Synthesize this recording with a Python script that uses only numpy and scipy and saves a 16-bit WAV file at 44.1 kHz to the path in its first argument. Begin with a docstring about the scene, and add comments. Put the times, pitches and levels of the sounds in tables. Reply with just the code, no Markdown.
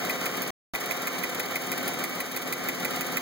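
"""A six-cylinder engine idles, heard close up in the open engine bay by two closely spaced microphones.
Once per engine cycle a loud tick snaps as a noise burst and rings the modes of the cover; a rebound
and two softer ticks, a third of a cycle apart, follow as slower bursts. Under them are harmonic firing hum,
low thuds, clatter as filtered impulses, and the rush of belts and fan as noise surging with each firing.
The sound cuts out once, briefly, and returns with a dull low bump."""
import sys
import numpy as np
from scipy import signal
from scipy.fft import rfft, irfft
from scipy.io import wavfile

SR = 44100
rng = np.random.default_rng(int(sys.argv[2]) if len(sys.argv) > 2 else 0)


def inscribe(sig):
    """Save sig as 16-bit PCM at rate SR to the path in sys.argv[1].

    A 1-D sig is mono; a 2-D sig holds one channel per row.
    Samples are clipped to [-1, 1] before scaling.
    """
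    pcm = np.round(np.clip(np.atleast_2d(sig).T, -1, 1) * 32767)
    wavfile.write(sys.argv[1], SR, pcm.astype(np.int16))


N = 141561

# loud ticks, one per row: t/s, snap level/dB before colouring, cover ring level/dB, rattle hold/s
LOUD_TICKS = [(0.0956, -29.5, -25.5, .003), (0.2568, -27, -30, 0.0018), (0.419, -28, -39, 0.00086),
              (0.7477, -33, -28.5, 0.0022), (0.9074, -30.5, -27.5, 0.0031), (1.0705, -28, -28.5, .002),
              (1.234, -30, -28, 0.0013), (1.3953, -27, -31, 0.00078), (1.5555, -28, -27.5, 0.0019),
              (1.7169, -29.5, -32.5, 0.0034), (1.8781, -27, -37, 0.0029), (2.038, -27, -30.5, .002),
              (2.2015, -28.5, -31, 0.0029), (2.362, -28.5, -32.5, 0.0035), (2.5243, -27.5, -29, 0.0017),
              (2.6859, -26.5, -28.5, 0.00077), (2.8476, -28, -28, 0.0028), (3.008, -27, -34, .0015),
              (3.169, -26.5, -27, 0.0014)]
# cylinders in firing order: delay after the loud tick/s, boom level/dB, thud level/dB, growl level/dB
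FIRING_ORDER = [(.005, -50.5, -35, -0.5), (.0319, -52.5, -51.5, -.5), (0.0582, -43, -40.5, -1),
                (0.0859, -45.5, -36, -.5), (0.1119, -38, -38, 0.8), (0.1394, -35.5, -37, 0.66)]
# silent interval: start/s, end/s
SILENCE_S = (.5055, .7362)
CYCLE_S = .1615  # nominal engine cycle
BAND_EDGE_HZ = 15830


def amp(db):
    """Level law: converts decibels to amplitude gain."""
    return 10 ** (np.asarray(db) / 20)


def unit(x):
    """Normalisation: scales a signal to rms 1."""
    return x / np.sqrt(np.mean(abs(x) ** 2) + 1e-20)


def bins():
    """Discrete spectrum: bin frequencies in Hz of the zero-padded, double-length transform."""
    return np.fft.rfftfreq(2 * N, 1 / SR)


def read(points):
    """Logarithmic frequency scale: interpolates a curve at every spectral bin."""
    f, value = np.transpose(points)
    return np.interp(np.log(bins() + 1), np.log(f), value)


def colour(x, db):
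    """Minimum phase: the Hilbert transform of the log gain gives the phase of a causal filter."""
    log_gain = np.log(amp(np.r_[db, db[-2:0:-1]]))
    response = np.exp(np.conj(signal.hilbert(log_gain)))[:N + 1]
    return irfft(rfft(x, 2 * N) * response)[..., :N]


def add(mix, s, sound):
    """Superposition: mixes a sound in at time s, trimmed at both ends."""
    at = round(s * SR)
    sound = sound[..., max(-at, 0):]
    part = mix[..., max(at, 0):][..., :sound.shape[-1]]
    part += sound[..., :part.shape[-1]]


def drift(hz):
    """Narrow-band noise: 24 random rotations with frequency spread hz make a slow complex signal."""
    t = np.arange(0, N, 200)
    f, phase = rng.normal(0, hz, (24, 1)), rng.random((24, 1))
    rotations = np.exp(2j * np.pi * (f * t / SR + phase))
    return np.interp(np.arange(N), t, unit(rotations.sum(0)))


def cycles():
    """Periodicity: numbers the cycles marked by loud ticks, one more at each end, with start times."""
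    s = np.array(LOUD_TICKS)[:, 0]
    s = np.r_[s[0] - CYCLE_S, s, s[-1] + CYCLE_S]
    whole_cycles = np.round(np.diff(s) / CYCLE_S)
    return np.r_[0, np.cumsum(whole_cycles)], s


def bump():
    """Damped oscillation: a dull low tone decays exponentially from the end of the silence."""
    level_db, hz, t60_s = -37, 55, 0.04
    t = np.maximum(np.arange(N) / SR - SILENCE_S[1], 0)
    return amp(level_db - 60 * t / t60_s) * np.sin(2 * np.pi * hz * t)


def hum(turns):
    """Harmonic series: wavering tones stand at whole multiples of the cycle rate."""
    # firing orders: multiple of the cycle rate, steady rms level/dB before the bass level curve
    orders = [(12, -72.5), (24, -55.5), (30, -55.5), (38, -51), (40, -54), (42, -52.5), (48, -56),
              (57, -49)]
    waver, waver_hz = .35, 4  # rms relative to the steady tone, frequency spread
    out = np.zeros((2, N))
    for order, db in orders:
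        tone = amp(db) * np.sqrt(2) * np.exp(2j * np.pi * round(order) * turns)
        for port in out:
            steady = np.exp(2j * np.pi * rng.random())
            port += (tone * (steady + waver * drift(waver_hz))).real
    return out


def thuds():
    """Impulse response: each firing pushes the block into a boom and a higher thud, swelling and dying."""
    boom_hz, boom_rise_s, thud_hz, thud_rise_s = 171.4, 0.0089, 259, 0.012
    vary_db, jitter_s = 1.5, .0002
    first_port_db = -10  # relative to the second port
    out, t = np.zeros(N), np.arange(4000) / SR

    def push(hz, rise):
        """Modulation: a sine under an envelope that reaches 1 at the rise time."""
        return (t / rise * np.exp(1 - t / rise)) ** 2 * np.sin(2 * np.pi * hz * t)

    boom, thud = push(boom_hz, boom_rise_s), push(thud_hz, thud_rise_s)
    number, start = cycles()
    for cycle in range(int(number[-1])):
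        for delay, boom_db, thud_db, _ in FIRING_ORDER:
            late, boom_vary, thud_vary = rng.standard_normal(3)
            s = np.interp(cycle + delay / CYCLE_S, number, start) + jitter_s * late
            boom_gain = amp(boom_db + vary_db * boom_vary)
            thud_gain = amp(thud_db + vary_db * thud_vary)
            add(out, s, boom_gain * boom + thud_gain * thud)
    return np.array([amp(first_port_db) * out, out])


def growl_db(turns):
    """Amplitude modulation: the noise level surges with each firing, unevenly among the cylinders."""
    pulse_db, delay_s, waver_db, waver_hz = 0.5, 0.01, 1.43, 14
    delay, _, _, db = np.transpose(FIRING_ORDER)
    angle = turns - delay_s / CYCLE_S
    uneven = np.interp(angle, delay / CYCLE_S, db, period=1)
    pulse = np.cos(2 * np.pi * len(FIRING_ORDER) * (angle - delay[0] / CYCLE_S))
    return uneven + pulse_db * pulse + waver_db * drift(waver_hz).real


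def rush():
    """Broadband noise: belts and fan make a steady random flow, independent at the two ports."""
    return amp(-2.5) * rng.standard_normal((2, N))


def clatter(count=72):
    """Impact and reverberation: valves and chain knock at fixed crank angles, echoing in the bay."""
    level_db, spread_db, vary_db, jitter_s = -3.5, 1, 2.5, .00035  # level before the engine colour
    top_hz, bay_t60_s, bay_db = 4340, 0.055, 3.5  # lowpass corner; echo relative to the direct knocks
    number, start = cycles()
    angle = (np.arange(count) + rng.random(count)) / count
    size_db = spread_db * rng.uniform(-np.sqrt(3), np.sqrt(3), count)
    sign = rng.choice([-1., 1.], (2, count))
    knocks = np.zeros((2, N))
    for cycle in range(int(number[-1])):
        late, vary = rng.standard_normal((2, count))
        s = np.interp(cycle + angle, number, start) + jitter_s * late
        at = (s * SR).astype(int)
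        heard = (at >= 0) & (at < N)
        knocks[:, at[heard]] += (sign * amp(size_db + vary_db * vary))[:, heard]
    t = np.arange(2048) / SR
    bay = rng.standard_normal((2, len(t))) * amp(-60 * t / bay_t60_s)
    bay /= np.linalg.norm(bay[0])
    echo = signal.fftconvolve(knocks, bay, axes=1)[:, :N]
    knocks = unit(knocks + amp(bay_db) * echo)
    return amp(level_db) * colour(knocks, -10 * np.log10(1 + (bins() / top_hz) ** 4))


def engine():
    """Source and filter: clatter and rush surge through the resonant block, over hum and thuds."""
    # colour of the running engine: f/Hz, gain/dB
    body = [(30, -61.5), (60, -54.5), (95, -43.5), (125, -30), (170, -29), (215, -28), (310, -24.5),
            (380, -23), (490, -21), (580, -22.5), (720, -20.5), (830, -23.5), (950, -26.5), (1180, -24),
            (1450, -29.5), (1750, -25), (2000, -23.5), (2300, -25), (2600, -32.5), (3100, -28),
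            (3600, -34.5), (4300, -32.5), (5200, -34), (6100, -32.5), (6900, -34.5), (8500, -39.5),
            (12000, -38), (15500, -35)]
    # resonances of the castings: f/Hz, width/Hz at half the dB lift, lift/dB
    castings = [(503, 33, 5.5), (597, 15, 3.5), (711, 18.3, 6), (1110, 56, 2.5), (1223, 20, 5),
                (1372, 53, 6.5), (1517, 40, 6), (2142, 50, 2), (2280, 25, 10.5), (3802, 61, 8.5),
                (6390, 75, 8.5)]
    # level of clatter and rush: t/s, gain/dB
    swell = [(0, 0.5), (.26, 0.5), (.5, -1.5), (.75, -1), (1.6, -1.5), (1.87, 0), (2.27, -3), (2.6, -2),
             (3.03, 0.5), (3.2, -1)]
    # level of hum and thuds: t/s, gain/dB
    bass_level = [(0, -0.5), (.25, -1.5), (.5, 0), (.8, -5), (1.15, -2), (1.55, -3), (1.83, 1.5),
                  (2.05, -0.5), (2.3, -4.5), (2.65, -1), (2.9, 0), (3.2, 0)]
    rush_surge = 0.73  # share of the firing surge, in dB, that the rush takes
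    t = np.arange(N) / SR
    number, start = cycles()
    turns = np.interp(t, start, number)
    body_db = read(body)
    for hz, width, db in castings:
        body_db = body_db + db / (1 + (2 * (bins() - hz) / width) ** 2)
    bass = (hum(turns) + thuds()) * amp(np.interp(t, *np.transpose(bass_level)))
    surge = growl_db(turns)
    noise = rush() * amp(rush_surge * surge) + clatter() * amp(surge)
    return colour(noise, body_db) * amp(np.interp(t, *np.transpose(swell))) + bass


def snap(db, rise, hold, t60):
    """Impact noise: a hard first contact and a gritty decaying rattle, partly coherent at the ports."""
    grain_db, contact_db, contact_s = 2.5, 5, .0015  # contact lift over the rattle and its decay time
    shared = 0.12  # share of power common to both ports
    t = np.arange(3000) / SR
    grit = unit(amp(grain_db * np.repeat(rng.standard_normal(150), 20)))  # level steps of 20 samples
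    noise = rng.standard_normal((3, len(t)))
    ports = np.sqrt(shared) * noise[0] + np.sqrt(1 - shared) * noise[1:]
    contact = contact_db * np.exp(-t / contact_s)
    decay = 60 * np.maximum(t - rise - hold, 0) / t60
    return amp(db + contact - decay) * np.minimum(t / rise, 1) ** .5 * grit * ports


def ring(db, size=400):
    """Modal synthesis: the struck cover sounds as damped sines, slightly altered at each knock."""
    # modes of the cover: f/Hz, relative level/dB, t60/s
    cover = [(1550, -9, 0.032), (1630, -11.5, 0.018), (1778, -2.5, 0.025), (2027, 1.5, 0.06),
             (2190, 0, 0.04), (2325, -4, 0.0077), (2440, 5.5, 0.033)]
    rise_s, scatter, vary_db = 0.0028, .02, 1  # scatter is relative to the mode frequency
    t = np.arange(3000) / SR
    modes = np.zeros((2, len(t)))
    for hz, level, t60 in cover:
        vary, detune = rng.standard_normal(2)
        turns = hz * (1 + scatter * detune) * t + rng.random((2, 1))
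        modes += amp(level + vary_db * vary - 60 * t / t60) * np.sin(2 * np.pi * turns)
    knock = np.minimum(t / rise_s, 1) ** 2 * modes
    return amp(db) * knock / np.std(knock[:, :size])  # db is the level of the first samples


def ticking():
    """Repeated impact: each marked cycle has a tick with cover ring, a rebound and two soft ticks."""
    # colour of every snap: f/Hz, gain/dB
    snap_colour = [(200, -17), (900, -6), (2000, 0), (3000, -2), (4500, -2.5), (7000, -2.5), (9000, -2.05),
                   (11000, 0.5), (15000, 4.5)]
    # rebound, then two neighbouring cylinders: delay after the loud tick/s,
    # level/dB before colouring, rise/s, t60/s
    soft_ticks = [(.007, -35.5, .003, 0.044), (.055, -37.5, .007, 0.034), (.111, -36.5, 0.0043, .06)]
    snap_rise_s, snap_t60_s, ring_delay_s = .0006, .04, 0.001026
    soft_hold_s, soft_vary_db, soft_jitter_s = 0.0021, 1.7, .0015
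    soft_tilt_db = -2  # per octave, about the band edge
    loud, soft, rings = np.zeros((3, 2, N))
    for s, snap_db, ring_db, hold in LOUD_TICKS:
        add(loud, s, snap(snap_db, snap_rise_s, hold, snap_t60_s))
        add(rings, s + ring_delay_s, ring(ring_db))
    for s in cycles()[1]:
        for delay, db, rise, t60 in soft_ticks:
            late, vary = rng.standard_normal(2)
            tick = snap(db + soft_vary_db * vary, rise, soft_hold_s, t60)
            add(soft, s + delay + soft_jitter_s * late, tick)
    octaves = np.log2((bins() + 1) / BAND_EDGE_HZ)
    snap_db = read(snap_colour)
    return colour(loud, snap_db) + colour(soft, snap_db + soft_tilt_db * octaves) + rings


def scene():
    """Superposition: engine noise and ticking add at the two microphone ports."""
    return engine() + ticking()


def stereo_pair(x):
    """Pressure gradient: each channel is one port minus the delayed other port, equalised flat."""
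    # likeness of the two ports, clipped below to within 0.995 of zero: f/Hz, correlation
    port_likeness = [(30, 0.77), (130, 1.26), (260, 0.88), (700, 0.8), (1150, -0.23), (1600, -0.53),
                     (2000, -0.03), (2450, 0.36), (3100, 0.27), (4000, 0)]
    # gain of the first port over the second: f/Hz, gain/dB
    near_port = [(260, -3), (1000, -4.5), (2000, -6), (2800, -1), (6300, 6), (8000, 1), (11500, 4),
                 (15000, -9.5)]
    # channel balance: f/Hz, left over right/dB
    balance = [(60, 2.5), (150, 0), (300, 3.5), (550, 2.5), (900, 1), (1500, -0.9), (15000, 0)]
    port_delay_s = 16 / 44100
    a, b = rfft(x, 2 * N)
    near = amp(read(near_port))
    same = np.clip(read(port_likeness), -.995, .995)
    # weighting sum and difference sets the correlation of the ports
    both = (near * a + b) * np.sqrt(1 + same)
    apart = (near * a - b) * np.sqrt(1 - same)
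    delay = np.exp(-2j * np.pi * bins() * port_delay_s)
    mid, side = both * (1 - delay), apart * (1 + delay)
    flat = 2 * np.sqrt((near ** 2 + 1) * (1 - same * delay.real))
    lean = amp(read(balance) / 2)
    channels = np.array([(mid + side) * lean, (mid - side) / lean])
    return irfft(channels / flat)[:, :N]


def record(dry):
    """Gating and band limiting: the stereo pair falls silent briefly, a bump follows, then a lowpass."""
    t = np.arange(N) / SR
    live = (t < SILENCE_S[0]) | (t > SILENCE_S[1])
    lowpass = signal.firwin(611, BAND_EDGE_HZ, window=("kaiser", 8), fs=SR)
    return signal.oaconvolve(stereo_pair(dry) * live + bump(), lowpass[None], "same")


dry = scene()
out = record(dry)
inscribe(out)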